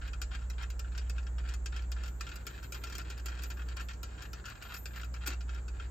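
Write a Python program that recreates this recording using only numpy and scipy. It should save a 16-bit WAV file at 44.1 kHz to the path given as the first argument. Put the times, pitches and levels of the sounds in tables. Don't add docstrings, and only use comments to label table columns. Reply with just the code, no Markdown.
import sys
import numpy as np
from scipy import signal
from scipy.fft import rfft, irfft, next_fast_len
from scipy.io import wavfile
from scipy.ndimage import uniform_filter1d

SR = 44100
rng = np.random.default_rng(int(sys.argv[2]) if len(sys.argv) > 2 else 0)


def wav_out(sig):
    wavfile.write(sys.argv[1], SR, np.round(np.clip(np.atleast_2d(sig).T, -1, 1) * 32767).astype(np.int16))


N = 260586

# frequency in Hz, likeness from -1 to 1.
AIR_LIKENESS = [(60, 0.74), (130, 0.94), (290, 0.86), (640, -0.18), (3000, -0.17), (6000, 0.49),
                (7500, 0.51), (13000, 0.02)]


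def from_db(db):
    return 10 ** (np.asarray(db) / 20)


def rms_one(x):
    return x / np.sqrt(np.mean(x ** 2) + 1e-20)


def unit_energy(x):
    return x / np.sqrt(np.sum(x ** 2, axis=(-2, -1), keepdims=True) / 2 + 1e-20)


def in_time(rows):
    s, value = np.transpose(rows)
    return np.interp(np.arange(N) / SR, s, value)


def at_hz(points, hz):
    f, value = np.transpose(points)
    return np.interp(np.log(hz + 1), np.log(f), value)


def band(x, low_hz, high_hz):
    edges_hz = [low_hz, min(high_hz, .45 * SR)]
    return signal.sosfilt(signal.butter(2, edges_hz, "band", fs=SR, output="sos"), x)


def drift(rate):
    knots = rng.standard_normal(N // 40)
    return rms_one(np.interp(np.arange(N) / SR * rate, np.arange(len(knots)), knots))


def add(out, s, sound):
    i = max(round(s * SR), 0)
    out[..., i:i + sound.shape[-1]] += sound[..., :max(N - i, 0)]


def stereo_noise(spectrum, likeness, size, count=1, balance=((1, 0),)):
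    hz = np.arange(size // 2 + 1) * SR / size
    mid, side = rfft(rng.standard_normal((2, count, 1, size), dtype=np.float32))
    alike = np.clip(at_hz(likeness, hz), -1, 1)
    sides = np.array([[1], [-1]])
    both = np.sqrt(1 + alike) * mid + np.sqrt(1 - alike) * side * sides
    colour_db = at_hz(spectrum, hz) + at_hz(balance, hz) * sides / 2
    return rms_one(irfft(both * from_db(colour_db), size))


def knocks(modes, level_db=-.5, chatter_s=0.002, swell_s=0.0017, first=0.74, size=2400):
    # start in seconds, relative level in dB,
    # hardness in dB of extra treble before each band's own scaling.
    knock_rows = [(0.02, -55.5, -8), (0.0759, -53, -1), (0.132, -50, -2), (0.216, -44, 1.5),
                  (0.349, -52, -1.5), (0.389, -61, -3.5), (0.4173, -58.5, -5), (0.4996, -51, 1),
                  (0.5304, -63, -2), (0.624, -57.5, 2), (0.633, -49.5, -4), (0.702, -53, 2),
                  (0.7933, -50, 1.5), (0.845, -60, -17), (0.949, -54, -3.5), (0.9773, -47, 0.5),
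                  (1.014, -59.5, -2.5), (1.096, -49.5, 2), (1.1809, -50, -3), (1.228, -62, -2),
                  (1.267, -52.5, -3.5), (1.382, -53, -1.5), (1.455, -60, -12), (1.488, -51.5, 0),
                  (1.538, -50.5, 1.5), (1.659, -46.5, 1.5), (1.727, -52.5, -9.5), (1.763, -49, -0.5),
                  (1.792, -55, -5), (1.8216, -60.5, 0), (1.9172, -48.5, 1), (1.9633, -56.5, -5),
                  (1.984, -59, -7), (2.0351, -51, 0), (2.058, -54, 0), (2.079, -54, 0), (2.208, -43.5, 0),
                  (2.2668, -48, -3), (2.2896, -52, -1), (2.3157, -50.5, -3.5), (2.3573, -52.5, 2),
                  (2.4674, -44.5, 1.5), (2.489, -62, -8), (2.629, -56.5, 1), (2.64, -60, 2.5),
                  (2.7216, -48, 2.5), (2.744, -47.5, -0.5), (2.761, -62, -11), (2.837, -45, 0.5),
                  (2.87, -51, -1), (2.899, -55, 1), (2.924, -49.5, 0), (2.952, -47, 1.5),
                  (2.9815, -52.5, 3), (2.995, -52, -3), (3.014, -53.5, -1.5), (3.05, -61, -9),
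                  (3.1, -49.5, 1), (3.177, -57, 0), (3.197, -59.5, 0.5), (3.2583, -48.5, 2.5),
                  (3.283, -47, -1.5), (3.32, -54.5, -9), (3.351, -61, -0.5), (3.389, -52, -1.5),
                  (3.421, -56, 2), (3.435, -49, 2.5), (3.457, -57, -5), (3.5023, -50.5, 1.5),
                  (3.515, -54, -4.5), (3.5715, -55, -4.5), (3.593, -56.5, -8), (3.619, -56, -4),
                  (3.686, -54, -0.5), (3.768, -48.5, 1), (3.797, -51.5, -2.5), (3.809, -53.5, 0),
                  (3.886, -50, -1), (3.909, -57, -2), (3.934, -57.5, 0), (4.0307, -48.5, 1.5),
                  (4.178, -56, -5), (4.222, -52, 1), (4.251, -57, -3), (4.332, -50.5, 1), (4.4546, -47, 0),
                  (4.482, -51, -3.5), (4.4987, -56, 1), (4.52, -56, -6), (4.553, -59, -5),
                  (4.6234, -50.5, 0), (4.648, -66, -5), (4.7419, -51.5, 2.5), (4.765, -52.5, 0),
                  (4.856, -46.5, 0.5), (4.881, -64, -6), (4.906, -59, -9), (4.9595, -49.5, -2),
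                  (5.014, -56, 0.5), (5.032, -51, -3), (5.045, -57.5, 1), (5.14, -52, 0), (5.1634, -54, -6),
                  (5.259, -50, -1), (5.2638, -48.5, 3), (5.274, -42.5, 2.7), (5.3027, -54, 1.5),
                  (5.3322, -52, -0.5), (5.4076, -53.5, -1.5), (5.4922, -51, -3.5), (5.546, -59, 0.5),
                  (5.681, -52.5, -1), (5.7978, -49.5, -6)]
    # low edge in Hz, high edge in Hz,
    # relative level in dB, dB gained per dB of hardness.
    knock_bands = [(233, 460, -14.5, 1.5), (1327, 1800, -0.7, -0.54), (2346, 3610, -1.18, 0.2),
                   (4670, 6020, -2.5, 1.52), (6650, 7390, -4.5, 2), (11460, 15000, -13.5, 5)]
    edge_t60_s = 0.075
    strike_spread_db = 1.3
    knock_s = 0.018

    t, out = np.arange(modes.shape[1]) / SR, np.zeros((2, N))
    times, db, hardness_db = np.transpose(knock_rows)
    shape = (len(times), 1, size)
    sparse = rng.standard_normal(shape) * (rng.random(shape) < .08)
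    contacts = sparse * (1 - np.exp(-t[:size] / swell_s))
    contacts[..., 0] = first
    contacts = unit_energy(contacts * np.exp(-t[:size] / chatter_s)) + rattle(len(times), size)
    frames = frame_response(modes, len(times))
    rung = signal.fftconvolve(frames, contacts, axes=-1)[..., :len(t)]

    parts = [band(rung, low_hz, high_hz) for low_hz, high_hz, _, _ in knock_bands]
    parts[-1] = parts[-1] * from_db(-60 * t / edge_t60_s)
    sounds = 0
    for part, (_, _, band_db, slope) in zip(parts, knock_bands):
        spread_db = strike_spread_db * rng.standard_normal(len(db))
        gain = from_db(level_db + db + band_db + slope * hardness_db + spread_db)
        sounds = sounds + unit_energy(part) * gain[:, None, None]
    for s, sound in zip(times, sounds):
        add(out, s, np.sqrt(knock_s * SR) * sound)
    return out


def rattle(count, size, order=4, bounce_s=0.008, first_db=-10, loss_db=6.0):
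    out, rows = np.zeros((count, 1, size)), np.arange(count)[:, None]
    steps = np.cumsum(bounce_s * rng.uniform(.4, 1.4, (count, order)), axis=1)
    db = first_db - loss_db * np.arange(order) + rng.normal(0, 3.7, steps.shape)
    places = np.clip((steps * SR).astype(int), 0, size - 1)
    out[rows, 0, places] = from_db(db) * rng.choice([-1, 1], steps.shape)
    return out


def scraping(modes, level_db=-2.5, grains_per_s=1500, grain_db=5, slip_db=3.5, slips_per_s=130,
             dull_hz=5000, thin_hz=1200, touch_db=-65.0, touch_hz=(1250, 1800), size=6000):
    sizes = from_db(grain_db * np.minimum(rng.exponential(1, N), 3)) * rng.choice([-1, 1], N)
    grains = sizes * (rng.random(N) < grains_per_s / SR)
    ticks_per_s, tick_size = 150, 11
    burrs_passed = np.floor(np.cumsum(ticks_per_s * from_db(5 * drift(70))) / SR)
    ticks = tick_size * np.diff(burrs_passed, prepend=0)
    friction = (grains + ticks) * from_db(slip_db * drift(slips_per_s))
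    mean_power = np.abs(uniform_filter1d(friction ** 2, size=1200))
    friction = friction / np.sqrt(mean_power + 1e-6)
    scrape = from_db(level_db) * friction * finger_push()
    force = scrape + from_db(touch_db) * band(rms_one(grains), *touch_hz)

    starts, out = range(0, N, size), np.zeros((2, N))
    frames = frame_response(modes, len(starts), direct_db=4, echo_db=-1, modes_db=-4)
    for i, frame in zip(starts, unit_energy(band(frames, thin_hz, dull_hz))):
        add(out, i / SR, signal.fftconvolve(frame, force[None, i:i + size], axes=1))
    return out


def finger_push(rest_db=-74):
    # start in seconds, length in seconds,
    # relative level in dB as the push takes hold.
    strokes = [(0.008, 0.077, -53), (0.305, 0.05, -48.5), (0.372, 0.079, -65.5), (0.574, 0.057, -48.5),
               (0.71, 0.027, -69), (0.838, 0.038, -61.5), (0.913, 0.072, -55.5), (1.003, 0.078, -65),
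               (1.142, 0.054, -58.5), (1.387, 0.021, -57), (1.435, 0.091, -53.5), (1.718, 0.069, -52),
               (1.807, 0.035, -63), (1.955, 0.11, -55.5), (2.194, 0.18, -57), (2.377, 0.035, -59.5),
               (2.452, 0.14, -55), (2.62, 0.03, -53), (2.729, 0.043, -51.5), (2.81, 0.14, -55),
               (2.974, 0.019, -45.5), (3.042, 0.099, -54.5), (3.161, 0.033, -56), (3.244, 0.21, -53.5),
               (3.497, 0.013, -48.5), (3.561, 0.06, -57), (3.645, 0.023, -62), (3.677, 0.044, -52.5),
               (3.759, 0.056, -48.5), (3.882, 0.027, -49), (4.048, 0.11, -61), (4.174, 0.08, -53),
               (4.326, 0.071, -57.5), (4.435, 0.086, -52.5), (4.544, 0.032, -59.5), (4.596, 0.072, -52),
               (4.684, 0.065, -47), (4.929, 0.075, -50.5), (5.129, 0.037, -56), (5.203, 0.042, -51.5),
               (5.258, 0.022, -41), (5.291, 0.037, -45), (5.476, 0.11, -56), (5.729, 0.11, -62),
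               (5.801, 0.056, -61.5)]
    grip_s, press_db, release_s = 0.0062, 4, 0.006

    t, push = np.arange(SR // 2) / SR, np.full(N, from_db(rest_db))
    for start, length, db in strokes:
        press = from_db(db + press_db * np.minimum(t / length, 1))
        grip = np.minimum(t / grip_s, 1)
        release = np.exp(-np.maximum(t - length, 0) / release_s)
        add(push, start, press * grip * release)
    return push


def frame_response(modes, count, t60=0.093, tail_t60=0.56, tail_db=-22, modes_db=-4, direct_db=3,
                   echo_db=1, echo_s=0.0071, burst_t60=0.0042):
    # frequency in Hz, relative density in dB per Hz.
    cavity = [(150, -18), (340, -3), (700, 9), (1100, 4), (1450, 3.5), (2000, 1), (2700, -1.5),
              (3300, -8.5), (4100, -3), (5100, -15.5), (6000, -12), (8200, -2), (10000, -15.5),
              (11800, -32), (14000, -23), (16000, -36)]
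    # frequency in Hz, likeness from -1 to 1.
    cavity_likeness = [(300, 1), (750, 0.67), (1400, -0.18), (3000, 0.62), (6000, -0.46), (8000, 0.065),
                       (13000, 0.61)]
    # frequency in Hz, left minus right in dB.
    cavity_balance = [(300, -6), (600, 1.5), (1400, 7.5), (2700, -0.5), (4500, 7), (7000, 1), (13000, -3)]

    t = np.arange(modes.shape[1]) / SR
    fade = from_db(-60 * t / t60) + from_db(tail_db - 60 * t / tail_t60)
    for s, db in ((0, direct_db), (echo_s, echo_db)):
        fade = fade + (t >= s) * from_db(db - 60 * np.abs(t - s) / burst_t60)
    dense = stereo_noise(cavity, cavity_likeness, len(t), count, cavity_balance) * fade
    return unit_energy(dense) + from_db(modes_db) * modes


def frame_modes(size):
    # frequency in Hz, decay time t60 in seconds, relative strength in dB,
    # left minus right in dB, left lead in radians.
    frame_rows = [(346, .1, -14, -1, 0), (1075, .08, -12, 3, 2), (1382, .06, -1, 3, -.4),
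                  (1450, .05, -6, 5, -.4), (1606, .06, -7, 3, 0), (1700, .05, -9, 2, 0),
                  (1811, .08, -8, 0, 0), (2448, .07, -5, 0, .5), (2571, .06, -6, 0, .5),
                  (2720, .05, -8, 1, .5), (2860, .05, -8, 2, .5), (3215, .05, -3, 2, 1),
                  (3640, .05, -10, 5, .5), (3900, .07, -11, 6, 0), (4480, .06, -13, 7, 0),
                  (4650, .06, -8, 9, 0), (5120, .05, -15, 5, 0), (5355, .04, -14, 10, .2),
                  (5680, .04, -13, -4, -1), (6298, .07, -12, 1, 0), (6503, .06, -11, 2, 0),
                  (6829, .08, -9, 0, 0), (6993, .06, -9, 2, 0), (7310, .05, -12, 0, 0)]
    t, sides, modes = np.arange(size) / SR, np.array([[.5], [-.5]]), 0
    for hz, t60, db, pan_db, lead in frame_rows:
        phase = 2 * np.pi * (hz * t + rng.random()) + lead * sides
        fade = from_db(db + pan_db * sides - 60 * t / t60)
        modes = modes + fade * np.sin(phase) / np.sqrt(t60)
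    return unit_energy(modes)


def nut_ring(level_db=0, bend_hz=70, settle_s=0.022):
    # start in seconds,
    # lower partial in dB, upper partial in dB, decay time t60 in seconds.
    pings = [(2.058, -71, -68, 0.92), (2.29, -84, -71, 1), (2.469, -69, -58.5, 0.37),
             (2.64, -74, -63, 0.49), (2.735, -66, -62, 1), (2.981, -79, -76, 0.72), (3.101, -76, -72, 0.37),
             (3.18, -71, -84, 0.44), (3.259, -74, -69, 0.4), (3.434, -70, -60.5, 0.75),
             (3.801, -65, -80, 0.88), (4.222, -63.5, -76, 0.51), (4.455, -72, -68, 0.8),
             (4.625, -61, -62, 0.99), (4.742, -52, -56, 0.5), (4.959, -76, -64, 0.73),
             (5.272, -51, -45, 0.12)]
    nut_hz = (13183, 13540)
    flicker_db, flickers_per_s = 3.5, 55

    t, out = np.arange(SR) / SR, np.zeros((2, N))
    bend = bend_hz * settle_s * (1 - np.exp(-t / settle_s))
    for s, lower_db, upper_db, t60 in pings:
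        for partial, hz, db in zip(out, nut_hz, (lower_db, upper_db)):
            tone = np.sin(2 * np.pi * (hz * t + bend + rng.random()))
            add(partial, s, from_db(level_db + db - 60 * t / t60) * tone)
    return sum(partial * from_db(flicker_db * drift(flickers_per_s)) for partial in out)


def panel_boom(width_hz=45):
    # frequency in Hz, level in dB, decay time t60 in seconds.
    panel = [(266, -52, .22), (338, -50, .22), (720, -60, .2), (960, -59, .2)]
    boom_s = 5.274
    t, out = np.arange(SR // 2) / SR, np.zeros(N)
    for hz, db, t60 in panel:
        noise = band(rng.standard_normal(SR), hz - width_hz / 2, hz + width_hz / 2)
        shudder = rms_one(noise[-len(t):])
        add(out, boom_s, from_db(db - 60 * t / t60) * shudder)
    return out


def rubbing(level_db=0):
    # time in seconds, level in dB.
    rub = [(0, -71), (1.9, -68), (2.9, -60), (3.5, -65), (4.4, -63.5), (4.9, -100), (5.3, -66.5),
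           (5.91, -63)]
    # frequency in Hz, relative density in dB per Hz.
    rub_colour = [(180, -11), (260, -0.5), (345, 11.5), (460, 7.5), (580, -12.5), (800, -37)]
    rustle = stereo_noise(rub_colour, AIR_LIKENESS, next_fast_len(N))[0, :, :N]
    return from_db(in_time(rub) + level_db) * rustle


def hum(second_db=-64, third_db=-67, shaft_second_db=-63, waver_db=2.0):
    # time in seconds, rms level in dB before flutter.
    main_level = [(0, -38), (0.3, -38.3), (0.5, -36.5), (0.65, -38), (1.1, -35.3), (2.0, -37.7), (2.5, -46),
                  (2.8, -43.5), (3.3, -38.5), (3.9, -40.5), (4.1, -44), (4.38, -46), (4.5, -55),
                  (4.78, -48), (5.1, -37.3), (5.4, -37.5), (5.91, -40)]
    # time in seconds, rms level in dB before flutter.
    shaft_level = [(0, -44.5), (1.9, -48), (2.8, -55.5), (4.2, -53.5), (5, -59), (5.91, -47.5)]
    hum_hz, shaft_hz = 60.15, 45
    flutter_db, flutter_per_s = 1.0, 11

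    t, out = np.arange(N) / SR, np.zeros(N)
    main, shaft = (2 * np.pi * (hz * t + rng.random()) for hz in (hum_hz, shaft_hz))
    for phase, level in ((main, main_level), (shaft, shaft_level)):
        out += from_db(in_time(level) + flutter_db * drift(flutter_per_s)) * np.sin(phase)
    for phase, db in ((2 * main, second_db), (3 * main, third_db), (2 * shaft, shaft_second_db)):
        out += from_db(db + waver_db * drift(2.86)) * np.sin(phase)
    return np.sqrt(2) * out


def background_air(level_db):
    # frequency in Hz, relative density in dB per Hz.
    air_colour = [(20, -47), (35, -71), (55, 7), (75, 5), (110, 3), (150, -4), (350, -11), (650, -12.5),
                  (1500, -18), (3000, -32.5), (5800, -36.5), (7400, -17.5), (9800, -46), (13000, -41)]
    return from_db(level_db) * stereo_noise(air_colour, AIR_LIKENESS, next_fast_len(N))[0, :, :N]


def scene(air_db=-52):
    modes = frame_modes(size=4096)
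    left_db = -.5
    background = (hum() + background_air(air_db)) * from_db([[left_db], [-left_db]])
    return knocks(modes) + scraping(modes) + nut_ring() + panel_boom() + rubbing() + background


def record(dry, notch_hz=10000, notch_q=4, cutoff_hz=16200):
    dipped = signal.lfilter(*signal.iirnotch(notch_hz, notch_q, fs=SR), dry)
    return signal.sosfilt(signal.ellip(10, .2, 80, cutoff_hz, fs=SR, output="sos"), dipped)


dry = scene()
out = record(dry)
wav_out(out)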